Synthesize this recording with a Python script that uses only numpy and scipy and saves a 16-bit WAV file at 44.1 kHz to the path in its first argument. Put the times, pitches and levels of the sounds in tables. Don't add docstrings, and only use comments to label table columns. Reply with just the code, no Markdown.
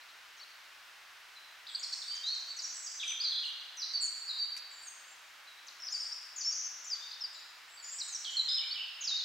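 import sys
import numpy as np
from scipy import signal
from scipy.fft import rfft, irfft
from scipy.io import wavfile
from scipy.ndimage import uniform_filter1d, map_coordinates

SR = 44100
rng = np.random.default_rng(int(sys.argv[2]) if len(sys.argv) > 2 else 0)


def put_to_file(sound):
    columns = np.atleast_2d(sound).T
    safe = np.clip(columns, -1, 1)
    whole_steps = np.round(safe * 32767)
    wavfile.write(sys.argv[1], SR, whole_steps.astype(np.int16))


N = 407484


def undb(db):
    return 10 ** (np.asarray(db) / 20)


def unit(x):
    return x / np.sqrt(np.mean(x ** 2))


def over_hz(points, size):
    hz, value = np.transpose(points)
    bins_hz = np.fft.rfftfreq(size, 1 / SR)
    return np.interp(np.log(bins_hz + 1), np.log(hz), value)


def colour(x, gain):
    return irfft(rfft(x) * gain, len(x))


def walk(rate, size):
    knots = rng.standard_normal(int(size / SR * rate) + 3)
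    return map_coordinates(knots, [np.arange(size) * rate / SR], order=2, mode="nearest")


def add(track, s, sound):
    i = max(int(s * SR), 0)
    track[i:i + len(sound)] += sound[:max(N - i, 0)]


def hush():
    # (f/Hz, relative level/dB)
    air_spectrum = [(20,-34),(50,-24.5),(65,-21.5),(100,-25.5),(160,-32.5),(230,-27),(320,-18.5),(430,-19.5),(640,-11),(1000,-5),(1500,-0.5),(2700,-3.5),(5200,-9.5),(7700,-18),(9500,-21.5),(15500,-23.5)]
    # (f/Hz, correlation)
    air_likeness = [(60, .998), (180, .992), (350, .972), (700, .86), (1100, .77), (4000, .72), (7000, .8),
                    (10000, .99)]
    # (f/Hz, level/dB)
    hum_tones = [(76, -100)]
    mid_db = -55
    gain = undb(over_hz(air_spectrum, N))
    likeness = over_hz(air_likeness, N)
    mid = colour(rng.standard_normal(N), gain)
    side_gain = gain * np.sqrt((1 - likeness) / (1 + likeness))
    side = colour(rng.standard_normal(N), side_gain)
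    air = (mid + np.array([side, -side])) / np.std(mid) * undb(mid_db)
    t = np.arange(N) / SR
    hum = sum(undb(db) * np.sqrt(2) * np.sin(2 * np.pi * hz * t) for hz, db in hum_tones)
    return air + hum




def progress(length):
    return np.linspace(0, 1, int(length * SR))


def slur(length, from_hz, to_hz):
    curve = 2.3
    return to_hz + (from_hz - to_hz) * (1 - progress(length)) ** curve


def chips():
    # (t/s, length/s, top f/Hz, direct level/dB)
    chip_notes = [(.01, 0.016, 4250, -58.5), (0.087, .023, 4260, -61), (.398, 0.044, 4550, -52.5),
                  (1.747, 0.0157, 4730, -33), (1.923, 0.02, 4640, -36), (5.867, 0.0187, 5570, -40),
                  (7.983, 0.0244, 5890, -43), (7.88, .06, 5200, -57.5)]
    arch = 0.18
    send_db = 1
    for s, length, top, db in chip_notes:
        bow = (2 * progress(length) - 1) ** 2
        yield s, top * (1 - arch * bow), db, db + send_db


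def falls():
    # (t/s, length/s, from f/Hz, to f/Hz, direct level/dB, wood send level/dB)
    fall_notes = [(0.373, 0.036, 7030, 5450, -61.5, -60), (1.795, 0.0064, 7900, 6600, -48, -39),
                  (1.829, 0.023, 6120, 4220, -38.5, -32), (1.926, 0.014, 8200, 5220, -44.5, -33),
                  (2.017, 0.013, 5000, 3500, -42.5, -32), (2.261, 0.035, 7060, 5570, -49.5, -43),
                  (2.345, 0.015, 8730, 4720, -48, -40), (2.401, 0.01, 7070, 5560, -48, -40.5),
                  (2.618, 0.043, 7330, 5480, -45, -36), (2.676, 0.045, 7630, 6050, -62, -41),
                  (2.743, 0.031, 8280, 7430, -53, -38.5), (2.812, 0.04, 8140, 6500, -65, -40),
                  (2.858, 0.023, 6500, 4700, -44, -34), (2.996, 0.016, 4160, 3220, -43.5, -26.5),
                  (3.101, .03, 3214, 2290, -44, -44.5), (3.217, 0.053, 4760, 3930, -46, -27.5),
                  (3.233, 0.083, 5030, 4400, -36.5, -40), (3.428, 0.021, 3500, 2800, -46, -33),
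                  (4.008, 0.045, 8250, 6950, -40.5, -38.5), (4.051, 0.026, 8000, 6500, -39.5, -44),
                  (4.014, 0.089, 9230, 8460, -50.5, -52), (4.278, 0.041, 5110, 3790, -38.5, -29),
                  (4.867, 0.024, 7000, 6320, -47.5, -44), (6.406, 0.02, 5440, 4550, -42, -36),
                  (6.515, 0.027, 5500, 4680, -43.5, -44), (6.899, .052, 5630, 4600, -37, -37.5),
                  (6.952, 0.0066, 4900, 3300, -51, -38), (7.345, 0.0337, 4430, 3840, -54, -44),
                  (7.823, 0.032, 7370, 6790, -54, -38), (7.842, 0.007, 6400, 4700, -49, -34.5),
                  (7.999, 0.028, 5870, 3860, -39.5, -36.5), (8.074, .035, 7690, 6450, -52, -44),
                  (8.245, 0.011, 5190, 3260, -38.5, -28), (8.366, 0.051, 4380, 3970, -30.5, -26),
                  (8.476, .019, 4680, 3506, -38, -23), (8.575, 0.016, 4200, 2897, -45, -31),
                  (8.744, .029, 3470, 2950, -45, -34), (9.071, 0.038, 5300, 3850, -34.5, -28)]
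    for s, length, start, end, *levels in fall_notes:
        yield s, slur(length, start, end), *levels


def whistles():
    # (t/s, length/s, centre f/Hz, drift f/Hz, direct level/dB, wood send level/dB)
    whistle_notes = [(1.352, 0.034, 4000, -300, -60, -47), (2.079, 0.076, 4650, 214, -41, -36),
                     (2.091, 0.073, 3150, 242, -61, -44), (2.235, .062, 3974, 568, -38, -30.5),
                     (2.283, 0.059, 4325, 232, -38.5, -35), (2.478, 0.052, 4520, 0, -42, -41.5),
                     (2.931, 0.028, 6125, 176, -59, -37), (3.076, 0.054, 6070, 67, -40, -38),
                     (3.935, 0.05, 4500, -200, -35, -27.5), (3.985, 0.076, 4438, 0, -37.5, -35.5),
                     (4.385, 0.067, 4596, -140, -36.5, -32), (5.078, 0.071, 7340, -88, -59.5, -62),
                     (5.47, 0.052, 3915, -150, -58.5, -51), (5.799, 0.013, 5390, -230, -48.5, -40),
                     (6.445, .07, 5470, 354, -34, -35.5), (6.644, 0.039, 6260, 63, -44, -54),
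                     (7.005, 0.054, 3650, 221, -53, -42.5), (7.681, 0.09, 7660, 505, -69, -55),
                     (7.77, 0.046, 4560, -250, -54, -49.5), (8.257, 0.04, 3143, -350, -41, -32),
                     (8.486, 0.0454, 5043, 88, -32.5, -29.5), (8.529, 0.059, 5130, -28, -34, -31),
                     (9.11, 0.025, 3770, -5, -35, -26)]
    for s, length, pitch, drift, *levels in whistle_notes:
        yield s, pitch + drift * (progress(length) - .5), *levels


def rises():
    # (t/s, length/s, from f/Hz, to f/Hz, direct level/dB, wood send level/dB)
    rise_notes = [(1.667, 0.01, 3290, 5110, -48, -37.5), (3.051, .031, 3086, 3646, -45, -30),
                  (3.199, 0.025, 4220, 5190, -36.5, -33), (5.885, 0.0044, 4400, 5100, -36.5, -31.5),
                  (5.893, 0.042, 5620, 7500, -50, -42.5), (6.051, 0.026, 4400, 5720, -40, -39),
                  (6.115, 0.0204, 4550, 5800, -39, -36), (6.436, 0.0155, 4200, 5250, -45, -44),
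                  (6.513, 0.024, 6320, 6640, -43, -47), (7.113, 0.0082, 3750, 5400, -41.5, -45),
                  (7.126, 0.022, 3290, 5700, -47, -42), (8.298, 0.043, 6770, 7560, -56, -43.5),
                  (8.61, 0.035, 2216, 2460, -53, -40.5), (8.707, 0.029, 4340, 4650, -36, -37),
                  (8.772, 0.029, 2483, 3100, -49, -33), (9.021, 0.013, 2330, 4260, -44.5, -33)]
    for s, length, start, end, *levels in rise_notes:
        yield s, start + (end - start) * progress(length), *levels


def warbles():
    # (t/s, length/s, centre from f/Hz, centre to f/Hz, swings per s,
    #           direct level/dB, wood send level/dB)
    warble_notes = [(1.679, 0.026, 3500, 3570, 16.3, -49, -39), (3.023, .026, 2937, 2670, 28, -43.5, -37.5),
                    (3.311, 0.089, 3790, 3766, 30, -36.5, -29.5), (5.819, 0.04, 5430, 5570, 27, -43, -37.5),
                    (5.921, 0.12, 4906, 5070, 11.5, -39, -37.5), (6.36, .07, 6960, 5490, 50, -42, -33.5),
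                    (6.516, .09, 6340, 5920, 110, -42.5, -34.5),
                    (7.872, 0.1, 7050, 7700, 22.3, -48.5, -37.5),
                    (9.163, 0.065, 4350, 3700, 31.4, -39.5, -33)]
    swing_hz, pulse_db = 415, 6.5
    for s, length, start, end, rate, near_db, wood_db in warble_notes:
        u = progress(length)
        turn = 2 * np.pi * rate * length * u
        pitch = start + (end - start) * u + swing_hz * np.cos(turn)
        effort_db = pulse_db * np.minimum(np.sin(turn), 0)
        yield s, pitch, near_db + effort_db, wood_db + effort_db


def twitter():
    # (from t/s, to t/s, typical f/Hz, wood send level/dB)
    twitter_runs = [(1.68, 2.02, 8220, -52), (1.791, 2.12, 7040, -63), (2.481, 2.66, 7900, -55),
                    (4.706, 4.86, 7200, -51.5), (4.81, 4.86, 8600, -48), (5.939, 6.04, 8370, -53.5),
                    (7.328, 7.37, 7660, -51.5), (8.019, 8.06, 8390, -43.5), (8.36, 8.41, 7350, -45.5)]
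    gap_s, length_s = .055, 0.04
    scatter, fall = 0.045, 0.116
    direct_db = -13
    for first, last, pitch, db in twitter_runs:
        for s in np.arange(first, last, gap_s):
            late, high = rng.uniform(-0.8, 1, 2)
            hz = pitch * (1 + scatter * high)
            glide = slur(length_s, hz * (1 + fall / 2), hz * (1 - fall / 2))
            yield s + 0.26 * late * gap_s, glide, db + direct_db, db


def cascades():
    # (t/s, steps, step length/s, top f/Hz, bottom f/Hz,
    #            last step's direct level/dB, last step's wood send level/dB)
    cascade_runs = [(2.149, 2, 0.015, 7930, 4820, -43.5, -39), (2.565, 2, 0.022, 7200, 4500, -41.5, -36.5),
                    (3.77, 3, 0.023, 6600, 3970, -39, -28), (5.667, 2, 0.014, 8050, 3800, -48, -42),
                    (6.842, 2, 0.024, 7770, 5910, -46.5, -42), (7.207, 2, .029, 5620, 4640, -35.5, -37),
                    (8.123, 2, .023, 6840, 5400, -38, -33.5), (9.006, 2, .03, 7260, 5050, -38.5, -30)]
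    overlap = 0.308
    swell_db = 4.5
    sung = .88
    for s, steps, length, top, bottom, near_db, wood_db in cascade_runs:
        count = round(steps)
        drop = (top - bottom) / count
        for k in range(count):
            start = top - drop * (k - overlap * (k > 0))
            end = top - drop * (k + 1)
            softer_db = swell_db * (count - 1 - k)
            yield s + k * length, slur(sung * length, start, end), near_db - softer_db, wood_db - softer_db


def notes():
    for kind in (chips, falls, whistles, rises, warbles, twitter, cascades):
        yield from kind()


def song(waver=0.0092, overtone_db=-31):
    edge_s, edge_share = 0.004, 0.31
    flutter_db = 2
    strain_db_per_octave, strain_from_hz = 4, 4770
    direct, spread = np.zeros((2, N))
    pitch_walk, effort_walk = walk(260, N), walk(140, N)
    for s, pitch, near_db, wood_db in notes():
        at = (int(s * SR) + np.arange(len(pitch))) % N
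        hz = pitch * (1 + waver * pitch_walk[at])
        edges = min(2 * edge_s * SR / len(hz), edge_share)
        swell = signal.windows.tukey(len(hz), edges) * undb(flutter_db * effort_walk[at])
        octaves = np.log2(np.maximum(pitch, strain_from_hz))
        swell = swell * undb(-strain_db_per_octave * (octaves - octaves.mean()))
        phase = 2 * np.pi * np.cumsum(hz) / SR
        pressed = np.clip((hz - 6000) / 1000, 0, 1)
        overtone = pressed * undb(overtone_db) * np.sin(2 * phase)
        note = np.sqrt(2) * swell * (np.sin(phase) + overtone)
        add(direct, s, undb(near_db) * note)
        add(spread, s, undb(wood_db) * note)
    return direct, spread


def trunks(slow_t60, fast_t60, grain_db):
    t = np.arange(2 * SR) / SR
    uneven_db = grain_db * np.repeat(rng.standard_normal(len(t) // 5), 5)
    grain = undb(uneven_db * np.exp(-t / .4))
    local_level = np.sqrt(uniform_filter1d(grain ** 2, size=1500))
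    returns = rng.standard_normal(len(t)) * grain / local_level
    build_up = np.sqrt(1 - np.exp(-t / .003))
    fast_share = over_hz([(3500, 0.73), (8500, 0.76)], len(t))
    out = 0
    for share, t60 in ((1 - fast_share, slow_t60), (fast_share, fast_t60)):
        fade = np.exp(-np.log(1000) * t / t60) * build_up
        out = out + colour(returns * fade / np.sqrt(np.sum(fade ** 2)), share)
    return out


def bird(wood_db=-4.5):
    # (t/s, left minus right level/dB)
    lean_points = [(0, 3), (1.8, 0), (2.3, -1), (3.2, -0.5), (4.4, -1), (5.7, 2.5), (6.5, 2), (7.2, 1),
                   (7.902, -0.5), (8.6, -1), (9.201, -1)]
    slow_t60, fast_t60 = 1.4, 1.15
    width = undb(-6.5)
    direct, spread = song()
    mid = signal.fftconvolve(spread, trunks(slow_t60, fast_t60, grain_db=6.0))[:N]
    side = signal.fftconvolve(spread, trunks(slow_t60, fast_t60, grain_db=6.0))[:N]
    echoes = (mid + width * np.array([side, -side])) / np.hypot(1, width)
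    lean_db = np.interp(np.arange(N) / SR, *np.transpose(lean_points))
    balance = undb(np.array([lean_db, -lean_db]) / 2)
    return (direct + undb(wood_db) * echoes) * balance


def scrapes(grit_db=5):
    # (t/s, length/s, level/dB before the swell and fade)
    scrape_times = [(2.91, .02, -55), (3.01, .17, -55), (3.41, .12, -62), (3.765, .012, -55),
                    (3.928, .012, -55)]
    # (f/Hz, relative level/dB)
    scrape_spectrum = [(800, -15), (2500, -3), (7500, 6), (9000, 3), (11000, -18), (15000, -19)]
    out = np.zeros(N)
    for s, length, db in scrape_times:
        n = int(length * SR)
        grains = rng.standard_normal(n) * undb(grit_db * rng.standard_normal(n))
        grit = unit(colour(grains, undb(over_hz(scrape_spectrum, n))))
        add(out, s, undb(db) * np.hanning(n) * grit)
    return out


def nut():
    # (t/s, starting level/dB, decay/s)
    shell_snaps = [(4.5657, -45, 0.0037), (4.566, -50, 0.0048), (4.57, -50, 0.0022), (4.574, -43, 0.0054),
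                   (4.578, -48, 0.013)]
    # (f/Hz, relative level/dB)
    shell_spectrum = [(300, -35), (1200, -20), (2400, 12), (3300, -17), (5500, 9), (8000, -2), (12000, -8),
                      (15000, -26)]
    out = np.zeros(N)
    t = np.arange(SR // 20) / SR
    for s, db, decay in shell_snaps:
        grit = unit(colour(rng.standard_normal(len(t)), undb(over_hz(shell_spectrum, len(t)))))
        add(out, s, undb(db) * grit * np.exp(-t / decay))
    return out


def scene():
    return hush() + bird() + scrapes() + nut()


def record(dry):
    top_hz = 15750
    low_pass = signal.ellip(10, .1, 70, top_hz, fs=SR, output="sos")
    return signal.sosfilt(low_pass, dry)


dry = scene()
out = record(dry)
put_to_file(out)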